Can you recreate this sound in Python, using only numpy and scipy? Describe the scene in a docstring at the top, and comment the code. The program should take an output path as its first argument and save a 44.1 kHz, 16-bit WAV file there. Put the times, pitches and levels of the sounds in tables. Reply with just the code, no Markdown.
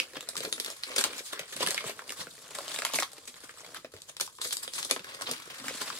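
"""Unwrapping a paper parcel

Hands pull open the gift paper around a box on a table, close under a pair of microphones.
Folds buckle with snaps or roll over: a push rings box, panel and edge, and shaped noise shivers on.
Between them popping creases and sliding fingers rustle, as noise whose colour keeps shifting.
Low rings are knocks on the box; low noise and softer rings are air pushed by the flapping sheet.
A small room answers with decaying noise, over a quiet hush of still air and preamplifier hiss."""
import sys
import numpy as np
from scipy import signal
from scipy.fft import rfft, irfft
from scipy.io import wavfile
from scipy.ndimage import uniform_filter1d, map_coordinates

SR = 44100
rng = np.random.default_rng(int(sys.argv[2]) if len(sys.argv) > 2 else 0)


def attenuation_scalar(level_db):
    """Turn a level in dB into a linear amplitude multiplier (20 dB per decade)."""
    decades = np.asarray(level_db, float) / 20
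    return 10 ** decades


def unload_wav(signal):
    """Save mono or channel-first audio to the path in sys.argv[1] as 16-bit WAV at rate SR, clipped to [-1, 1]."""
    wavfile.write(
        sys.argv[1],
        SR,
        np.round(np.clip(np.atleast_2d(signal).T, -1, 1) * 32767).astype(np.int16),
    )


N = 264511  # length [samples]


def unit(x):
    """Bring to rms 1."""
    return x / np.sqrt(np.mean(x ** 2) + 1e-20)


def along(points, hz):
    """Read (frequency [Hz], value) points on a log frequency axis."""
    f, v = np.transpose(points)
    return np.interp(np.log(hz + 1), np.log(f + 1), v)


def curves(rows):
    """One value per sample for each column after the time."""
    s, *cols = np.transpose(rows)
    now = np.arange(N) / SR
    return np.array([np.interp(now, s, c) for c in cols])


def coloured(x, spectrum):
    """A causal minimum-phase filter of the given colour that keeps the power of white noise."""
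    m = 4096
    cepstrum = irfft(np.log(attenuation_scalar(along(spectrum, np.fft.rfftfreq(m, 1 / SR)))), m)
    # folding the cepstrum onto positive times makes the filter causal
    cepstrum[1:m // 2] *= 2
    cepstrum[m // 2 + 1:] = 0
    kernel = irfft(np.exp(rfft(cepstrum)), m)
    return signal.fftconvolve(x, kernel[None] / np.linalg.norm(kernel), axes=1)[:, :N]


# colour of the still air and preamplifier hiss: (frequency [Hz], relative density [dB per Hz])
HUSH_COLOUR = [(20, -2), (50, 6.5), (100, 12), (200, 7), (500, -34), (2500, -7), (9000, -5.5), (16000, -20)]


def hush():
    """The quiet of the place: steady coloured noise, mostly shared by both microphones."""
    common, *own = rng.standard_normal((3, N))
    return attenuation_scalar(-69.5) * unit(coloured(common + 0.5 * np.array(own), HUSH_COLOUR))


# answer of the small room: (frequency [Hz], t60 [s], left-right likeness [0-1])
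ROOM = [(200, 0.17, 1), (700, 0.12, 0.92), (1500, 0.12, 0), (3960, 0.14, 0), (12100, 0.17, 0.2)]


def room(x):
    """Each frequency of the room's answer dies at its own speed; it is drawn afresh every quarter second."""
    out, step = np.zeros((2, N + SR)), SR // 4
    for start in range(0, N, step):
        hz, t, z = signal.stft(rng.standard_normal((2, SR // 3)), SR, nperseg=256)
        t60, alike = (along([(r[0], r[k]) for r in ROOM], hz)[:, None] for k in (1, 2))
        alike = alike.clip(0, 1)
        z[1] = alike * z[0] + np.sqrt(1 - alike ** 2) * z[1]
        tail = signal.istft(z * attenuation_scalar(-60 * t / t60), SR, nperseg=256)[1]
        tail /= np.linalg.norm(tail[0])
        wet = signal.fftconvolve(x[:, start:start + step], tail, axes=1)
        out[:, start + 150:][:, :wet.shape[1]] += wet  # 150 samples after the direct sound
    return out[:, :N]


# path to the pair from the working hand: (time [s], lag of the left microphone [ms])
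HAND_LAG = [(0.2, 0.051), (0.4, -0.18), (1.0, -0.18), (1.15, 0.14), (2.0, 0.076), (2.6, -0.0034),
            (2.9, -0.071), (3.6, 0.14), (3.85, -0.13), (5.0, -0.2), (5.5, -0.18), (5.85, 0.042)]


def spaced(x):
    """The nearer microphone hears the hand first."""
    half = curves(HAND_LAG)[0] * SR / 2000  # half the lag [samples]
    return np.array([map_coordinates(c, [np.arange(N) - side * half]) for c, side in zip(x, (1, -1))])


# colour of the pushed air: (frequency [Hz], relative density [dB per Hz])
AIR_COLOUR = [(40, -56), (80, -19.5), (150, -3.5), (250, -11), (330, -2.5), (600, -45.5)]
# how freely the sheet flaps: (time [s], pushed air against the shaking of the box [dB])
LOOSENESS = [(0, -1), (0.6, -9), (1.2, -11), (1.7, -7.5), (2.3, -3.5), (2.8, -9.5), (3.3, -10), (3.9, -5),
             (4.5, -12.5), (4.95, -7.5), (5.4, -2.5), (6, -5.5)]


def pushed_air(box_shaking):
    """Whatever shakes the box also flaps the sheet: low puffs of pushed air, in uneven lumps."""
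    settle_s = 0.013  # time the pushed air takes to settle
    lumps = map_coordinates(rng.standard_normal(400), [np.arange(N) * 45 / SR])  # 45 points a second
    common, *own = rng.standard_normal((3, N))
    keep = np.exp(-1 / (settle_s * SR))
    strength = np.sqrt(signal.lfilter([1 - keep], [1, -keep], box_shaking ** 2))
    puffs = unit(attenuation_scalar(4.4 * lumps) * coloured(common + 0.37 * np.array(own), AIR_COLOUR))
    return attenuation_scalar(curves(LOOSENESS)) * strength * puffs


def thumps(rows, cycles, rise_ms, gain_db, detune):
    """Soft low rings, 60 dB down after the given cycles; each microphone hears a slightly different pitch."""
    s, db, hz = (c[:, None] for c in np.transpose(rows))
    t, chance = np.arange(SR // 8) / SR, rng.standard_normal((len(rows), 3))
    shape = attenuation_scalar(db + gain_db - 60 * t * hz / cycles) * (1 - np.exp(-t * 1000 / rise_ms)) ** 2
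    at = (np.round(s * SR).astype(int) + np.arange(len(t))).ravel()
    out = []
    for side in (0, 1):
        heard_hz = hz * (1 + detune * chance[:, [side]])
        ring = shape * np.sin(2 * np.pi * heard_hz * t + np.pi * chance[:, [2]])
        out.append(np.bincount(at, ring.ravel(), N + len(t))[:N])
    return np.array(out)


# the sheet flips and pushes air: (time [s], level before gain [dB], pitch before detuning [Hz])
FLIPS = [(0.377, -45, 180), (0.988, -42, 255), (1.157, -43, 248), (1.404, -45.5, 149), (1.556, -36, 236),
         (1.668, -37, 189), (1.856, -44, 154), (2.206, -41, 159), (2.273, -48, 167), (2.553, -43, 250),
         (3.437, -39.5, 267), (3.94, -52, 92), (5.315, -40, 161), (5.501, -51, 210), (5.616, -35, 249),
         (5.66, -34, 258), (5.746, -35.5, 260)]


def flips():
    """A flipping sheet pushes the air in a low, slowly rising ring."""
    return thumps(FLIPS, cycles=7.2, rise_ms=5.4, gain_db=10.0, detune=0.033)


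# fingers and folds knock on the box: (time [s], level before gain [dB], pitch before detuning [Hz])
KNOCKS = [(0.111, -47, 470), (0.141, -39, 430), (0.156, -35, 480), (0.168, -32.5, 425), (0.288, -31, 580),
          (0.381, -44, 466), (0.406, -41, 482), (0.446, -27.5, 457), (0.469, -32, 444), (0.476, -28, 424),
          (0.525, -37, 476), (0.578, -48, 543), (0.602, -28.5, 440), (0.66, -40, 435), (0.902, -32, 528),
          (0.964, -26.5, 520), (0.98, -31.5, 440), (1.048, -34, 483), (1.063, -29, 460), (1.099, -35, 439),
          (1.115, -38, 470), (1.206, -33, 460), (1.331, -27, 586), (1.606, -19.5, 560), (1.628, -25, 584),
          (1.671, -34, 463), (1.69, -30, 412), (1.711, -33, 435), (1.745, -28, 563), (1.84, -45, 468),
          (1.896, -24.5, 650), (1.99, -47, 493), (2.193, -41, 487), (2.22, -35, 560), (2.276, -43, 450),
          (2.585, -42, 643), (2.606, -26, 645), (2.679, -30.5, 654), (2.7, -32, 649), (2.742, -40, 583),
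          (2.789, -28, 714), (2.831, -26, 620), (2.848, -27, 676), (2.897, -47, 528), (2.936, -31, 630),
          (2.987, -15.5, 646), (3.025, -22, 670), (3.182, -39.5, 430), (3.437, -39.5, 465),
          (3.633, -38.5, 596), (3.846, -31, 473), (4.098, -39, 584), (4.208, -36, 503), (4.398, -42.5, 430),
          (4.457, -32.5, 490), (4.678, -43, 463), (4.911, -33, 690), (4.963, -32.5, 474),
          (5.211, -26.5, 654), (5.271, -48, 565), (5.29, -25, 565), (5.327, -35, 458), (5.475, -37, 417),
          (5.708, -28, 500), (5.809, -36, 550), (5.926, -44, 452)]


def knocks():
    """Each knock makes the box ring for a few cycles."""
    return thumps(KNOCKS, cycles=6.5, rise_ms=1.04, gain_db=6.5, detune=0.0084)


# small creases close by: (time [s], box level [dB], panel level [dB], edge level [dB])
RUSTLE = [(0.03, -58, -51, -54), (0.09, -66, -58, -55.5), (0.25, -66, -57, -58.5), (0.53, -52, -55, -47),
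          (0.58, -60.5, -57, -51.5), (0.7, -56.5, -45, -48.5), (0.79, -71, -57.5, -52.5),
          (0.92, -55, -42, -48.5), (1.05, -52.5, -50, -62), (1.19, -56.5, -41.5, -38.5),
          (1.23, -64.5, -61, -67), (1.35, -63, -48, -74), (1.52, -63.5, -51.5, -46),
          (1.75, -53.5, -43, -48.5), (1.94, -60, -55.5, -54.5), (2.35, -66.5, -62, -52.5),
          (2.56, -60, -55.5, -55.5), (2.72, -54.5, -43, -40.5), (2.82, -54.5, -45, -42),
          (2.89, -63, -46.5, -51), (3.04, -66, -58.5, -60), (3.29, -65.5, -62, -55.5),
          (3.63, -66.5, -55, -55), (3.72, -58, -58, -52.5), (3.81, -69, -63, -61), (3.9, -83, -74, -71),
          (3.96, -63, -59.5, -61), (4.04, -74, -69, -64), (4.15, -69, -67.5, -70), (4.24, -76, -60, -62),
          (4.32, -70, -68, -60.5), (4.37, -76, -68, -48.5), (4.41, -66, -49, -72), (4.49, -77, -68, -41),
          (4.63, -60, -49, -55), (4.74, -84, -66, -63), (4.93, -75, -60, -60), (5.05, -58.5, -48.5, -52.5),
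          (5.4, -64, -48.5, -51), (5.63, -55.5, -46.5, -49), (5.83, -59.5, -45, -42), (6.0, -56, -50, -45)]


def rustle(spread_db=3.5, own_db=5, life_s=0.025):
    """Tiny creases pop at random, each with its own balance, over the smooth hiss of sliding fingers."""
    slide = 0.6  # sliding fingers against popping creases
    pops = rng.random(N) < 300 / SR  # 300 a second on average
    common_db = spread_db * rng.exponential(1, N).clip(0, 3)
    balance_db = own_db * rng.standard_normal((3, N)).clip(-2, 2)
    t = np.arange(SR // 20) / SR
    decay = attenuation_scalar(-60 * t / life_s)[None]
    crackle = signal.fftconvolve(pops * attenuation_scalar(common_db + balance_db), decay, axes=1)[:, :N]
    crackle /= np.sqrt(np.mean(crackle ** 2, axis=1, keepdims=True))
    return attenuation_scalar(curves(RUSTLE)) * (crackle + slide) / (1 + slide)


# cycles in which a ring falls 60 dB: (box, freed panel, edge) [cycles]
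RING_CYCLES = 5, 13, 15


def ringing(s, size, hz):
    """Short decaying rings of box, panel and edge: times (n), sizes and pitches (3, n)."""
    t, hz = np.arange(SR // 50) / SR, hz[..., None].clip(None, SR / 3)
    decay = attenuation_scalar(-60 * t * hz / np.reshape(RING_CYCLES, (3, 1, 1)))
    rings = np.sin(2 * np.pi * hz * t) * (1 - np.exp(-4 * hz * t)) * decay
    rings *= size[..., None] / np.linalg.norm(rings, axis=2, keepdims=True)
    at = (np.round(s * SR).astype(int).clip(0, N)[:, None] + np.arange(len(t))).ravel()
    return np.array([np.bincount(at, r.ravel(), N + len(t) + 1)[:N] for r in rings])


# the box under the hands, higher while a hand presses on it: (time [s], pitch before scatter [Hz])
BOX_PITCH = [(0, 490), (1.4, 430), (1.7, 546), (2.4, 557), (2.95, 640), (3.5, 550), (3.85, 463), (4.5, 440),
             (4.92, 640), (5.3, 500), (6, 436)]


def pitches(s, chance):
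    """Pitch of the box at these times, random pitches of a freed panel and edge."""
    panel_hz, edge_hz = 1800, 7200
    box_spread, panel_spread, edge_spread = 0.18, 0.32, 0.2  # scatter in log pitch
    chance = chance.T.clip(-2, 2)
    box = np.interp(s, *np.transpose(BOX_PITCH)) * np.exp(box_spread * chance[0])
    free = np.array([[panel_hz], [edge_hz]]) * np.exp([[panel_spread], [edge_spread]] * chance)
    return np.vstack([box, free])


def ticks():
    """Stray creases give way in loose clusters over the rustle, each with its own pitch."""
    ticks_per_s, tick_db, spread_db = 140, 7, 3.5
    count = round(ticks_per_s * N / SR)
    s, chance = rng.random(count) * (N - 1) / SR, rng.standard_normal((count, 6))
    scatter = (chance[:, 2] + chance[:, 3:].T).clip(-3, 3)
    db = curves(RUSTLE)[:, np.round(s * SR).astype(int)] + tick_db + spread_db * scatter
    clusters = map_coordinates(rng.standard_normal(100), [s * 12])  # 12 points a second
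    return ringing(s, attenuation_scalar(db + 2.7 * clusters.clip(-2, 2)), pitches(s, chance[:, :2]))


# folds that buckle at once: (time of the first give [s], panel level [dB], thump of the box [dB],
# crisp edge level [dB], pitch of the freed panel [Hz])
SNAPS = [(0.0004, -24.5, -45, -25.5, 4570), (0.1345, -42, -52.5, -44, 1640),
         (0.2077, -36, -70, -31.5, 3700), (0.227, -49, -59, -40, 1400), (0.2887, -32.5, -56, -23, 4500),
         (0.3542, -34, -57, -35, 1220), (0.367, -28.5, -54, -26, 3900), (0.4049, -32.5, -46, -36, 4530),
         (0.5265, -24, -45, -23.5, 4070), (0.579, -38, -47, -48, 1730), (0.5995, -29.5, -48, -23, 4300),
         (0.6467, -30.5, -60, -25.5, 4140), (0.6612, -28.5, -53, -30, 3630), (0.702, -43, -56, -30, 3550),
         (0.835, -27.5, -69, -38, 3900), (0.941, -41, -56, -38, 990), (0.9624, -32, -59, -22, 4040),
         (0.9803, -25, -39, -23, 4440), (0.9834, -22, -40, -17, 2980), (0.9903, -28, -50, -24, 1700),
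         (1.0396, -21, -62, -16, 3850), (1.07, -43, -53, -44, 1500), (1.1327, -35.5, -52, -48, 2140),
         (1.181, -55, -69, -34, 1330), (1.1926, -42, -61, -32.5, 1650), (1.3933, -30, -44.5, -29, 2300),
         (1.4121, -42, -50, -55, 2330), (1.6636, -25, -56, -28, 2780), (1.6723, -26.5, -42, -20.5, 1740),
         (1.6856, -28, -48, -27.5, 4100), (1.7066, -28.5, -48, -22, 4200), (1.7132, -31.5, -41, -30, 1980),
         (1.7447, -33, -58, -25, 1630), (1.769, -37, -73, -51, 2400), (1.7779, -24.5, -72, -33, 2160),
         (1.841, -38, -44, -43, 1130), (1.992, -36, -53, -51, 1600), (2.0197, -41.5, -69, -58, 1000),
         (2.0931, -35.5, -59, -31, 2810), (2.1043, -34.5, -48, -30.5, 2030),
         (2.1218, -34.5, -51, -30, 1420), (2.2691, -38.5, -49.5, -61, 1420), (2.379, -48.5, -53, -61, 1800),
         (2.586, -34.5, -41.5, -29, 1150), (2.68, -37, -56, -29, 3940), (2.717, -35, -59, -43, 3300),
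         (2.761, -32, -72, -42, 4060), (2.7882, -29, -47.5, -25.5, 3960), (2.82, -31, -56, -30, 1570),
         (2.85, -25, -38, -17, 1660), (2.8654, -32, -49, -51, 2980), (2.8982, -39, -50.5, -40, 1040),
         (2.936, -30, -34, -23, 1110), (2.9439, -28, -50, -40, 2870), (2.959, -29, -48, -42, 2900),
         (2.9866, -23.5, -41.5, -31, 2090), (3.0234, -26, -44.5, -31, 1190),
         (3.0301, -26.5, -49, -33, 4350), (3.118, -56, -68, -40.5, 4380), (3.1324, -50, -64, -39.5, 3800),
         (3.342, -40.5, -58.5, -65, 3550), (3.493, -37.5, -54, -54, 1570),
         (3.7452, -36.5, -62, -32.5, 1630), (3.8462, -40.5, -43.5, -60, 1800), (3.854, -48, -72, -58, 2100),
         (3.9378, -43.5, -48, -51, 1540), (3.965, -47, -71, -50, 4300), (4.0188, -47, -81, -37.5, 4170),
         (4.167, -40, -65, -35, 3970), (4.199, -32, -58, -32, 4300), (4.276, -40, -73, -59, 1030),
         (4.3853, -42, -63, -63, 1030), (4.4153, -29.5, -56.5, -30, 4200), (4.5078, -31.5, -56, -37, 3670),
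         (4.526, -30, -59, -37, 3640), (4.569, -36, -57, -25, 4360), (4.6779, -35.5, -49, -38, 3250),
         (4.7358, -36.5, -56.5, -30.5, 3260), (4.781, -33, -70, -46, 2860), (4.8284, -34, -77, -28, 3400),
         (4.9108, -20.5, -37.5, -15, 3200), (4.9183, -33, -43.5, -40, 3650),
         (4.9626, -29, -38.5, -44, 1320), (4.9939, -37, -51, -55, 3820), (5.0443, -36, -61, -38, 1650),
         (5.2105, -36, -59, -31, 1670), (5.313, -34, -46, -22.5, 4000), (5.335, -33.5, -56, -50, 3530),
         (5.4763, -50, -62, -53, 1370), (5.556, -43, -69, -57, 1470), (5.642, -39, -58, -60, 1340),
         (5.682, -30, -47, -28.5, 1840), (5.9015, -29.5, -69, -49, 1260)]
# folds that roll over under a finger: (time of the peak [s], panel level [dB], crisp edge level [dB],
# rise time [ms], basic dying time [ms])
ROLLS = [(0.157, -39, -61, 3.2, 9.6), (0.17, -35, -44, 4.5, 14.3), (0.378, -36, -30, 2.3, 26),
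         (0.437, -39, -40, 10.2, 23), (0.451, -30, -33.5, 1.8, 9.3), (0.681, -42, -43, 1.3, 52),
         (0.894, -46, -48, 5.4, 34), (0.917, -38, -48, 1, 13), (0.967, -33, -29, 4.1, 12.8),
         (1.013, -31.5, -23.5, 4.3, 9.3), (1.047, -31, -48, 2.71, 44), (1.267, -53.5, -41.5, 24, 250),
         (1.334, -34.5, -33.5, 4.14, 9.4), (1.526, -41, -52, 1.2, 59), (1.566, -35, -31.5, 2, 11.8),
         (1.608, -32.5, -36.5, 6.2, 49), (1.631, -25.5, -29, 6, 18.2), (1.808, -36, -60, 2.5, 23),
         (1.879, -39.5, -39, 19.5, 71), (1.898, -38.5, -37, 3.1, 21), (2.212, -39.5, -39.5, 29, 71),
         (2.507, -45.5, -44, 2.9, 59), (2.551, -39.5, -35.5, 2.2, 40), (2.744, -33, -32, 1.4, 8.1),
         (2.957, -39, -25.5, 8.8, 47), (3.002, -35.5, -23.5, 3.1, 16), (3.184, -48.5, -61, 6.5, 11),
         (3.277, -44, -38, 1.34, 52), (3.439, -47.5, -47, 2.6, 44), (3.647, -43, -66, 0.98, 5.1),
         (3.772, -39, -46.5, 11, 17.6), (4.098, -47, -43, 10.8, 19), (4.211, -30, -21, 2.7, 17),
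         (4.266, -56, -39, 5.1, 9.4), (4.419, -67, -35.5, 4.4, 92), (4.45, -37.5, -33, 8, 42),
         (4.475, -60, -35, 5.8, 30), (4.53, -46, -25, 3.8, 16.4), (4.633, -46, -34, 4.7, 66),
         (4.759, -44.5, -37, 16.6, 73), (4.787, -41, -36, 6.1, 147), (4.849, -43, -29.5, 0.85, 25),
         (4.902, -36.5, -34, 4, 14), (5.221, -34, -29.5, 2, 16.7), (5.27, -36, -58, 2.5, 64),
         (5.294, -35.5, -42, 4.5, 48), (5.503, -40, -50, 3.4, 63), (5.667, -47, -54, 20, 92),
         (5.754, -43.5, -44, 9.2, 46), (5.818, -32, -34.5, 7.4, 21.3), (5.883, -36.5, -45, 15.6, 19.6),
         (5.927, -41, -54, 3, 38)]


def folds():
    """All folds as rows (peak [s], box [dB], panel [dB], edge [dB], rise [ms], basic dying time [ms])."""
    lag_ms, rise_ms, life_ms = 0.6, 0.56, 6.6  # of a snap: first give to peak, rise, dying time
    roll_box_db = -11.5  # a rolling fold shakes the box this much under its panel
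    snapped = [(s + lag_ms / 1000, box, panel, edge, rise_ms, life_ms) for s, panel, box, edge, _ in SNAPS]
    rolled = [(s, panel + roll_box_db, panel, edge, rise, life) for s, panel, edge, rise, life in ROLLS]
    return snapped + rolled


def fold_shaking():
    """Shaking of box, panel and edge: a fold gathers, buckles, drops fast, then the sheet shivers on."""
    lead = SR // 20
    out, t = np.zeros((3, N + SR)), np.arange(-lead, SR // 6) / SR
    for s, box_db, panel_db, edge_db, rise_ms, life_ms in folds():
        life = max(life_ms, 2) / 1000 * np.array([[1.6], [1.05], [.8]])  # low tones die slower
        drop = attenuation_scalar(-60 * t.clip(0) / life)
        shiver = attenuation_scalar(-19 - 60 * t.clip(0) / (10.6 * life))
        rise = attenuation_scalar(8 * t.clip(None, 0) / (max(rise_ms, .05) / 1000))  # climbs 8 dB in one rise time
        level = attenuation_scalar([[box_db], [panel_db], [edge_db]])
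        out[:, round(s * SR):][:, :len(t)] += level * rise * (drop + shiver)
    return out[:, lead:N + lead]


# smaller cracks around a fold: level against the fold in box, panel and edge, a row each [dB]
SPLINTER_LEVEL = [
    [-6],
    [-10.5],
    [-6.5],
]


def kicks(count=7):
    """Buckling pushes box, panel and edge into ringing, harder the more sudden the fold.
    Smaller cracks splinter off while the fold gathers and dies."""
    spread_db, detune = 2.5, 0.16  # scatter of the splinters in level and in log pitch
    s, *db, rise_ms, life_ms = np.transpose(folds())
    size = attenuation_scalar(np.array(db) + [[11], [15], [6]])
    hz = pitches(s, rng.standard_normal((len(s), 2)))
    hz[1, :len(SNAPS)] = [row[-1] for row in SNAPS]  # snaps have given panel pitches
    suddenness = 1 / (1 + (rise_ms / np.array([[1.5], [0.5], [0.3]])) ** 2)
    out = ringing(s, size * suddenness, hz)
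    for chance in np.transpose(rng.uniform(-2, 2, (len(s), count, 7)), (1, 2, 0)):
        late_ms = ((chance[0] + 2) / 4) ** 1.5 * (rise_ms + life_ms + 3) - rise_ms
        fade_db = np.where(late_ms < 0, 8 * late_ms / rise_ms, -12 * late_ms / life_ms)
        db = SPLINTER_LEVEL + fade_db + spread_db * chance[1:4]
        out += ringing(s + late_ms / 1000, size * attenuation_scalar(db), hz * np.exp(detune * chance[4:]))
    return out + ticks()


def patchy(depth_db, count=3):
    """Noises whose colour shifts at random every few milliseconds, in patches of time and frequency."""
    z = signal.stft(rng.standard_normal((count, N)), nperseg=256)[2]
    field = uniform_filter1d(rng.standard_normal(z.shape[1:]), size=6, axis=0)  # over frequency
    field = uniform_filter1d(field, size=4, axis=1)  # over time
    return unit(signal.istft(z * attenuation_scalar(depth_db * unit(field)), nperseg=256)[1][:, :N])


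# colour of the box under the paper: (frequency [Hz], relative density [dB per Hz])
BOX_COLOUR = [(150, -51), (250, -3.5), (330, -12.5), (400, -5), (480, -3), (650, -4.5), (820, -9),
              (1200, -6), (2500, -29.5)]
# colour of the paper panels: (frequency [Hz], relative density [dB per Hz])
PANEL_COLOUR = [(350, -59.5), (750, -4), (1100, 2.5), (1700, 3), (2700, 2), (3500, 2.5), (4800, 0),
                (9000, -18.5)]
# colour of the crisp edges: (frequency [Hz], relative density [dB per Hz])
EDGE_COLOUR = [(1500, -81.5), (3200, -6), (4300, -3.5), (6000, -6), (8000, -2.5), (11000, -7.5),
               (13500, -15.5), (15600, -21.5), (16300, -45)]
# how alike both microphones hear the shaking: (box, panel, edge) [0-1]
ALIKE = [0.87, 0.44, 0.11]


def paper(shaking):
    """Push and shaking sound in three colours; each microphone also catches some shaking of its own."""
    out = np.zeros((2, N))
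    colours = BOX_COLOUR, PANEL_COLOUR, EDGE_COLOUR
    for kick, strength, colour, alike in zip(kicks(), shaking, colours, ALIKE):
        common, *own = patchy(depth_db=3.0)
        alike = np.clip(alike, 0, 1)
        noise = np.sqrt(alike) * common + np.sqrt(1 - alike) * np.array(own)
        out += coloured(kick + strength * noise, colour)
    return out


def scene():
    """Paper and box close to the pair, the room's answer behind them, hush beneath."""
    shaking = np.hypot(fold_shaking(), rustle())
    air = pushed_air(shaking[0]) + flips()
    sheet, box = spaced(paper(shaking)), spaced(knocks())
    answer = attenuation_scalar(-5.0) * room(sheet + attenuation_scalar(-6) * (box + air))
    balance = attenuation_scalar([[.4], [-.4]])  # the left microphone is slightly louder
    return (sheet + box + air + answer) * balance + hush()


def band_limit(x):
    """A steep low-pass at the top of the band."""
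    return signal.sosfilt(signal.butter(12, 16800, fs=SR, output="sos"), x)


def record(dry):
    """Little passes above the band limit: 24 dB less."""
    top_hz = 15900
    passed = np.where(np.fft.rfftfreq(N, 1 / SR) < top_hz, 1, attenuation_scalar(-24))
    mix = irfft(rfft(dry) * passed, N)
    return band_limit(mix)


dry = scene()
out = record(dry)
unload_wav(out)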